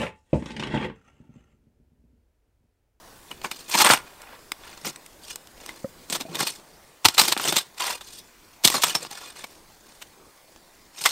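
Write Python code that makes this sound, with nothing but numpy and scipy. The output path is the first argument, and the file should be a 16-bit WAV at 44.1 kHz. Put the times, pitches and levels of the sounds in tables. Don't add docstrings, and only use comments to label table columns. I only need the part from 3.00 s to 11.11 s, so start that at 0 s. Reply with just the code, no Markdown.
import sys
import numpy as np
from scipy import signal
from scipy.fft import rfft, irfft
from scipy.io import wavfile
from scipy.ndimage import uniform_filter1d

SR = 44100
rng = np.random.default_rng(int(sys.argv[2]) if len(sys.argv) > 2 else 0)


def bounce(signal):
    frames = np.transpose(np.atleast_2d(signal))
    limited = np.clip(frames, -1, 1)
    pcm = np.round(limited * 32767).astype(np.int16)
    wavfile.write(sys.argv[1], SR, pcm)


N = 357651
TIME = np.arange(N) / SR
BINS = np.fft.rfftfreq(4096, 1 / SR)


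def amp(db):
    return 10 ** (np.asarray(db) / 20)


def evened(x):
    return x / np.sqrt(np.mean(x ** 2) + 1e-20)


def colour(points, hz):
    point_hz, point_db = np.transpose(points)
    return evened(amp(np.interp(np.log(hz + 1), np.log(point_hz), point_db)))


def causal(gain):
    cepstrum = irfft(np.log(np.maximum(gain, 1e-5)))
    half = len(cepstrum) // 2
    folded = np.r_[cepstrum[0], 2 * cepstrum[1:half], np.zeros(half)]
    return irfft(np.exp(rfft(folded)))[:half]


def add(mix, s, sound):
    part = mix[max(round(s * SR), 0):][:len(sound)]
    part += sound[:len(part)]


def registers(bass_hz=480, treble_hz=2500):
    bass = 1 / (1 + (BINS / bass_hz) ** 4)
    treble = 1 / (1 + (treble_hz / (BINS + 1)) ** 4)
    return bass, 1 - bass - treble, treble


# (frequency [Hz], density [dB per Hz])
AIR_COLOUR = [(12, -30.5), (20, -0.5), (129, -11.5), (325, -8), (670, -10.5), (1080, -10), (1380, -15),
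              (1500, -13.5), (1680, -15), (2040, -15), (2770, -19.5), (4710, -19), (8940, -21.5),
              (11500, -24), (15600, -23)]
# (time [s], level [dB])
AIR_DRIFT = [(0, -50.5), (1.3, -51), (2.1, -52), (3, -51), (3.9, -55), (5.5, -53.5), (7, -54), (8.1, -55.5)]


def air(patchy_db=2.26):
    hz, _, spectrum = signal.stft(rng.standard_normal(N), SR, nperseg=2048)
    patches = uniform_filter1d(rng.standard_normal(spectrum.shape), size=20, axis=0)
    patches = evened(uniform_filter1d(patches, size=5, axis=1))
    shaped = spectrum * colour(AIR_COLOUR, hz)[:, None] * amp(patchy_db * patches)
    hiss = signal.istft(shaped, SR, nperseg=2048)[1][:N]
    return evened(hiss) * amp(np.interp(TIME, *np.transpose(AIR_DRIFT)))


def garden(x, t60=0.39, dull_hz=3500):
    t = TIME[:SR // 2]
    echoes = rng.standard_normal(len(t)) * (rng.random(len(t)) < 3000 / SR)
    echoes = echoes * amp(-60 * t / t60) * (t > .008)
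    tail = signal.lfilter(*signal.butter(1, dull_hz, fs=SR), echoes)
    return signal.oaconvolve(x, tail / np.linalg.norm(tail))[:N]


# (time [s], level [dB], pitch [Hz], t60 [s])
LOW_THUMPS = [(0.908, -23, 125, 0.082), (3.292, -30.5, 170, 0.15), (4.059, -13.5, 97, 0.041),
              (5.648, -32.5, 93.1, 0.17)]


def thumps():
    out, t = np.zeros(N), TIME[:SR // 5]
    for s, db, hz, t60 in LOW_THUMPS:
        onset = 1 - np.exp(-2 * hz * t)
        add(out, s, amp(db - 60 * t / t60) * np.sin(2 * np.pi * hz * t) * onset)
    return out


# (time [s], level [dB], pitch factor [1])
HANDLE_KNOCKS = [(2.8436, -18.5, 1.05), (3.251, -30.5, 1.27), (3.284, -35, 1.5)]
# (frequency before the pitch factor [Hz], relative level [dB], t60 [s])
HANDLE_MODES = [(127.2, -15, 0.047), (209, 8, 0.018), (515, 1.5, 0.059), (1200, -8.5, 0.019),
                (1780, -14, 0.019)]


def handle(contact_s=0.0025):
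    out, t = np.zeros(N), TIME[:SR // 6]
    for s, level_db, pitch in HANDLE_KNOCKS:
        ring = sum(amp(db - 60 * t / t60) * np.sin(2 * np.pi * hz * pitch * t)
                   for hz, db, t60 in HANDLE_MODES)
        add(out, s, amp(level_db) * ring * (1 - np.exp(-t / contact_s)))
    return out


def grit(per_s, spread_db, cycles, chink_db, count=36):
    size = amp(spread_db * np.minimum(rng.exponential(1, N), 4))
    clicks = size * rng.choice([-1, 1], N) * (rng.random(N) < per_s / SR)
    pebble, t = rng.integers(0, count, N), TIME[:SR // 30]
    chinks = np.zeros(N)
    for k, hz in enumerate(np.linspace(np.sqrt(160), np.sqrt(14000), count) ** 2):
        decay = np.exp(-t * (hz + 400) / cycles)
        ring = decay * np.sin(2 * np.pi * hz * rng.uniform(.94, 1.06) * t)
        chinks += signal.oaconvolve(clicks * (pebble == k), evened(ring) * hz ** .25)[:N]
    return evened(evened(clicks) + amp(chink_db) * evened(chinks))


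# (start [s], length [s], relative level [dB], thud added to the bass [dB], hardness added to the treble [dB],
#  swell from start to end [dB]: up as soil piles before the blade, down as it runs off)
SOIL_STROKES = [(.29, .03, -45.5, 9, -8, 8), (.435, 0.0092, -40, 5, -1, 11), (.52, 0.18, -52, 5, 2.5, -8),
                (.725, 0.046, -27, -12, 2.5, 1.5), (.79, 0.043, -20, -1, 0, -2),
                (0.858, 0.049, -12.5, -4.5, -11.5, 8), (.94, .02, -24, -15, -10, 0.5),
                (1.02, 0.098, -45.5, -21, -21, 9), (1.197, .17, -39.5, -14, -31, 1),
                (1.62, 0.15, -39.5, -18, -12.5, 1), (1.865, 0.037, -36, 9.5, 0.5, -12),
                (2.245, 0.07, -50.5, -8, 8, 9), (2.58, 0.2, -47.5, 5.5, -5, -3),
                (3.122, 0.031, -34, 10.5, 1, 6), (3.248, 0.13, -44, 13, -8.5, 14),
                (3.385, 0.033, -24, 2, -2.5, 9), (3.479, 0.078, -49, 8, 9, -10),
                (3.58, .15, -55, 11.5, -11, -2), (4.062, 0.13, -44, -2, 2.5, -12),
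                (4.198, 0.12, -30.5, 2.5, 1.5, 1.5), (4.41, 0.088, -27.5, 6.5, 1, 6),
                (4.53, 0.06, -33.5, -6, -1.5, 13), (4.795, 0.13, -25.5, -16, -5.5, 4),
                (5.038, 0.15, -64, 7, 19.5, 4), (5.662, 0.071, -30.5, -6, 1.5, 2.5),
                (5.75, 0.031, -24, -0.5, -4.5, 0), (5.852, 0.07, -28, -1.5, -1, -6.5),
                (5.94, 0.11, -38, 1.5, -4.5, 3.5), (6.12, .18, -41, -8.5, -4, 0.5),
                (6.37, .05, -41, -2, -3.5, -3), (6.46, 0.13, -59, 5, 2.5, -6), (6.84, .15, -59, 7, 2, 1),
                (7.978, 0.14, -35.5, -3.5, 2.5, 9)]
TRICKLE_DB, TRICKLE_THUD_DB, TRICKLE_HARD_DB = -64.5, 13, 0.5
GRIP_DB_PER_S, RUN_OUT_DB_PER_S = 636, 452.5


def soil_flow():
    trickle_db = TRICKLE_DB + np.array([[TRICKLE_THUD_DB], [0], [TRICKLE_HARD_DB]])
    power = np.ones((3, N)) * amp(trickle_db) ** 2
    for start, length, db, thud_db, hard_db, swell_db in SOIL_STROKES:
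        near = slice(max(round((start - .2) * SR), 0), round((start + length + .4) * SR))
        t = TIME[near] - start
        grip = GRIP_DB_PER_S * np.minimum(t, 0)
        swell = swell_db * (np.clip(t / length, 0, 1) - .5)
        run_out = RUN_OUT_DB_PER_S * np.maximum(t - length, 0)
        tilt_db = np.array([[thud_db], [0], [hard_db]])
        power[:, near] += amp(db + (grip + swell - run_out) + tilt_db) ** 2
    return np.sqrt(power)


# (frequency [Hz], density [dB per Hz])
SOIL_COLOUR = [(35, -59.5), (60, -32), (145, -7.5), (248, -10.5), (360, -5.5), (659, -7), (872, -5.5),
               (1390, -7), (1710, -9.5), (3600, -4.5), (6750, -6.5), (8720, -4.5), (10500, -17.5),
               (13900, -12.5), (15600, -19)]


def drag(flow, catch_db=4.5, catches_per_s=130, pebbles_db=-3):
    catch = np.interp(TIME * catches_per_s, np.arange(N), rng.standard_normal(N))
    fines = grit(per_s=5000, spread_db=0.5, cycles=4.8, chink_db=3.0)
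    pebbles = grit(per_s=520, spread_db=3.0, cycles=28, chink_db=17.5)
    grains = evened((fines + amp(pebbles_db) * pebbles) * amp(catch_db * catch))
    out = np.zeros(N)
    for share, gain in zip(registers(), flow):
        out += gain * signal.oaconvolve(grains, np.fft.fftshift(irfft(share)), "same")
    return signal.oaconvolve(out, causal(colour(SOIL_COLOUR, BINS)))[:N]


# (frequency [Hz], relative level [dB], t60 at sustain 1 [s])
BLADE_MODES = [(899, -14, 0.0966), (1155, -14, 0.042), (1420, -12, 0.39), (1714, -14, 0.058),
               (2210, -12.5, 0.087), (2470, -5.5, 0.081), (2930, -7, 0.14), (3430, -3.5, 0.13),
               (3540, -9.5, 0.1), (4200, -2.5, 0.069), (4360, -11.5, 0.1), (5000, 2.5, 0.052),
               (5390, 1.5, .08), (5900, 2.5, 0.061), (6330, -0.5, 0.024), (7100, -18, 0.15),
               (8210, 4.5, 0.078), (9100, -0.5, 0.049), (9620, -1, 0.025), (11240, -1, 0.06),
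               (11900, -9.5, 0.068), (13950, -6, .08), (13600, 5.5, .08)]


def blade(force, sustain=1):
    t = TIME[:SR // 2]
    ring = sum(amp(db) * evened(amp(-60 * t / (t60 * sustain)) * np.cos(2 * np.pi * hz * t))
               for hz, db, t60 in BLADE_MODES)
    return signal.oaconvolve(force, ring / np.linalg.norm(ring))[:N]


# (start [s], end [s], relative level [dB])
BLADE_LIFTS = [(0.425, 0.71, -19), (2.198, 2.367, -13), (3.463, 3.568, -20), (4.985, 5.213, -11.5),
               (6.08, 6.363, -16)]


def lifted(soil, soft_hz=5000):
    touch = sum(amp(db) * ((TIME > start) & (TIME < end)) for start, end, db in BLADE_LIFTS)
    rub = signal.lfilter(*signal.butter(2, soft_hz, fs=SR), touch * soil)
    return blade(amp(3) * rub, sustain=3)


def crunch(t, abruptness, t60, swell_db=15):
    return amp(np.where(t < 0, swell_db * t * abruptness, -60 * t / t60))


# (frequency [Hz], density [dB per Hz])
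STONE_COLOUR = [(35, -61.5), (60, -33.5), (132, -13.5), (360, -5), (444, -10), (892, 1.5), (1420, -3),
                (1710, -3), (3780, -1), (4140, -3), (6150, -6.5), (8330, -4.5), (10500, -12), (13900, -7.5),
                (15600, -17)]


def strike(fractures, s, db, thud_db, hard_db, bite_s, ring_hz, t60, ring_db, ring_width_share=0.22, crack_db=13):
    stone, (bass, middle, treble) = colour(STONE_COLOUR, BINS), registers()
    start, end = s - min(1.5 * bite_s, .03), s + max(t60, .005)
    near = slice(round(start * SR), round(end * SR))
    t = TIME[near] - s
    push = crunch(t, 1 / bite_s, t60)
    force = evened(push * fractures[near]) * np.sqrt(np.mean(push ** 2))
    force[np.argmin(abs(t))] += amp(crack_db)
    ground = stone * (amp(thud_db) * bass + middle + amp(hard_db) * treble)
    detune = 2 * (BINS / ring_hz - 1) * amp(ring_db) / ring_width_share
    ring = np.sqrt(1 + (amp(ring_db) ** 2 - 1) / (1 + detune ** 2))
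    gain = ground * ring * np.linalg.norm(ground) / np.linalg.norm(ground * ring)
    return near.start / SR, amp(db) * signal.fftconvolve(force, causal(gain))


SNAG_DB, SNAG_SPREAD_DB = 2.5, 2
SNAG_BITE_S, SNAG_T60_S, SNAG_RING_DB = 0.0015, 0.027, 13.5
SNAG_LOW_HZ, SNAG_HIGH_HZ = 897, 5830


def snags(fractures, flow, count=160):
    out = np.zeros(N)
    for k, (when, size, pitch) in enumerate(rng.random((count, 3))):
        s = np.interp(k + when, [0, count], [.05, TIME[-1] - .05])
        bass_db, middle_db, treble_db = 20 * np.log10(flow[:, round(s * SR)])
        db = middle_db + SNAG_DB + SNAG_SPREAD_DB * (2 * size - 1)
        ring_hz = SNAG_LOW_HZ * (SNAG_HIGH_HZ / SNAG_LOW_HZ) ** pitch
        add(out, *strike(fractures, s, db, bass_db - middle_db, treble_db - middle_db,
                         SNAG_BITE_S, ring_hz, SNAG_T60_S, SNAG_RING_DB))
    return out


# (time [s], relative level [dB], hardness added to the treble [dB], ring [Hz])
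PEBBLE_DROPS = [(0.417, -30.5, -6, 4300), (.9748, -21.5, -6, 2670), (1.2187, -33.5, 0, 8700),
                (1.5195, -19, 2, 2150), (1.9604, -31, -2, 8270), (2.063, -45.5, 12.5, 9300),
                (2.3587, -25.5, 4, 6640), (2.4727, -44.5, 7, 3530), (2.663, -31, 3, 8000),
                (4.147, -27.5, 3, 4500), (4.174, -19, -11, 4300), (6.0502, -23.5, -11, 4120),
                (7.5619, -39, -6.5, 6440)]
PEBBLE_BITE_S, PEBBLE_T60_S, PEBBLE_RING_DB, PEBBLE_THUD_DB = .0012, 0.011, 7.5, -2.5


def dropped_pebbles(fractures):
    out = np.zeros(N)
    for s, db, hard_db, ring_hz in PEBBLE_DROPS:
        add(out, *strike(fractures, s, db, PEBBLE_THUD_DB, hard_db,
                         PEBBLE_BITE_S, ring_hz, PEBBLE_T60_S, PEBBLE_RING_DB))
    return out


# (time of the stop [s], relative level [dB], thud added to the bass [dB], hardness added to the treble [dB],
#  swell before the stop [s], ring of the struck piece [Hz], t60 of the crushing [s], height of the ring [dB])
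HARD_BLOWS = [ (0.315, -25.5, -3, -7.5, 0.0046, 2930, 0.024, 15.5),
              (0.4475, -18.5, 2, -15.5, 0.0067, 2320, 0.071, 9),
              (0.5145, -26, 0, 5, 0.0031, 2360, 0.033, 14), (0.698, -33.5, 4, 6, .01, 4380, .04, -19),
              (0.744, -14.5, -5, -6.5, 0.01, 2380, .045, 7),
              (0.7541, -16.5, 10.5, -1, 0.0068, 1000, 0.06, 12),
              (0.8065, -12, -6, -14, 0.0065, 880, 0.062, 8), (.8234, -9.5, -11, -2, 0.03, 846, 0.027, 12),
              (.8468, -7.5, -4, -9.5, 0.0054, 9000, .094, 18),
              (0.8646, -10, -18, -10, 0.0022, 8210, 0.1, 13), (0.873, -14, 6, -10, .002, 1080, .03, 3),
              (0.894, -24, -13, 10, 0.005, 1430, 0.036, 4), (0.901, 4, 9, -32, 0.0012, 1400, 0.02, 17.5),
              (.912, -8, -28, -7, .005, 9250, 0.14, 10), (.9356, -5, 1, -5.5, 0.0017, 1370, 0.025, 7.5),
              (1.8491, -22, -5, -11, .003, 5670, 0.056, 17),
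              (2.6916, -28, -2, -5, 0.004, 2074, 0.055, 18.5),
              (3.1005, -29, 17.5, 5, 0.0017, 7700, 0.062, 13),
              (3.127, -26, 11, 9.5, 0.0026, 8210, 0.037, 5), (3.159, -22.5, 2, 1, 0.015, 3700, 0.037, 1),
              (3.211, -28, 14, 2.5, 0.011, 3760, 0.06, 7), (3.3564, -24.5, 10, 2.5, 0.012, 3570, 0.024, 11),
              (3.471, -22, -6, 4, 0.0016, 4330, 0.076, 10), (4.057, -2, 1, -0.5, 0.0076, 4200, 0.032, 3.5),
              (4.0858, -13.5, 2, 4.5, 0.0013, 4200, 0.036, 9),
              (4.1816, -9.5, -6, 1.5, 0.0026, 4090, 0.13, 13.5),
              (4.198, -6.5, -19, 1, 0.0045, 4690, 0.039, 20.5),
              (4.216, -15, 6.5, -0.5, 0.0048, 5390, 0.089, 11), (4.255, -25.5, 7, 7, .01, 5440, 0.025, 3),
              (4.2807, -22.5, 6, 7, 0.0026, 4360, 0.082, 3),
              (4.3254, -10, -10, -2.5, 0.0056, 4180, 0.038, 11),
              (4.3664, -15.5, 7, -20, .001, 1510, 0.026, 8), (4.3763, -26, 4, 3, .003, 1510, 0.072, 8),
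              (4.3982, -14, -0.5, -15, 0.0023, 1090, 0.02, 5),
              (4.4542, -19, 6, -3, 0.0061, 7900, 0.066, 10), (4.5235, -16, 10, -2, 0.0011, 3590, 0.061, 6),
              (4.5675, -13.5, 3, 4, 0.0085, 3600, 0.039, 6.5),
              (4.5843, -23.5, -18, 6.5, 0.0037, 3900, 0.082, 9),
              (4.8117, -15.5, -18, -14, .012, 997, 0.034, 22),
              (4.843, -20, -16, -4, 0.0052, 1045, 0.026, 16),
              (5.0121, -32, 0, -2.5, 0.0045, 3600, 0.049, 11),
              (5.652, -14, 11.5, 11.5, 0.01, 4630, 0.047, 3),
              (5.6759, -13.5, 1, 6, 0.0035, 2930, 0.043, -5),
              (5.7016, -23, 10, 7.5, 0.0018, 1126, 0.044, 15.5),
              (5.743, -17, 9.5, -6, 0.0022, 1180, 0.095, 6), (5.8244, -29, -9, 11.5, 0.01, 5800, 0.075, 6),
              (5.8368, -8.5, -10, 2, 0.0019, 1304, 0.039, 14), (5.897, -26, 9, 3, 0.0018, 2950, 0.083, 19),
              (5.9537, -13.5, 7, 0, 0.0067, 5390, 0.052, 23.5),
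              (6.1121, -33, 9.5, 4, 0.0033, 810, .034, 19), (6.442, -29, 10, -2.5, 0.0047, 2220, 0.042, 11),
              (7.0226, -34.5, 8, 2, 0.0085, 2950, 0.038, 7.5),
              (8.0402, -32, 2, 11, 0.0028, 5060, 0.046, 6.5), (8.06, -9, -12, 0.5, 0.006, 2040, 0.06, 10.5)]


def hard_blows(fractures):
    out = np.zeros(N)
    for row in HARD_BLOWS:
        add(out, *strike(fractures, *row))
    return out


def scene(low_cut_hz=80):
    flow = soil_flow()
    fractures = grit(per_s=14000, spread_db=6.0, cycles=2.06, chink_db=-3.5)
    blows = hard_blows(fractures) + dropped_pebbles(fractures) + snags(fractures, flow)
    soil = drag(flow)
    steel = blade(amp(-20.0) * blows + amp(-13.0) * soil) + lifted(soil)
    digging = amp(-3.0) * blows + amp(-2.0) * soil + steel + handle() + thumps()
    digging = signal.lfilter(*signal.butter(2, low_cut_hz, "high", fs=SR), digging)
    return (digging + amp(-30.0) * garden(digging) + air())[None]


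def record(dry, edge_hz=15800):
    clipped = np.clip(dry, -1, 1)
    low_pass = signal.firwin(511, edge_hz, window=("kaiser", 8), fs=SR)
    return signal.oaconvolve(clipped, low_pass[None], "same")


dry = scene()
out = record(dry)
bounce(out)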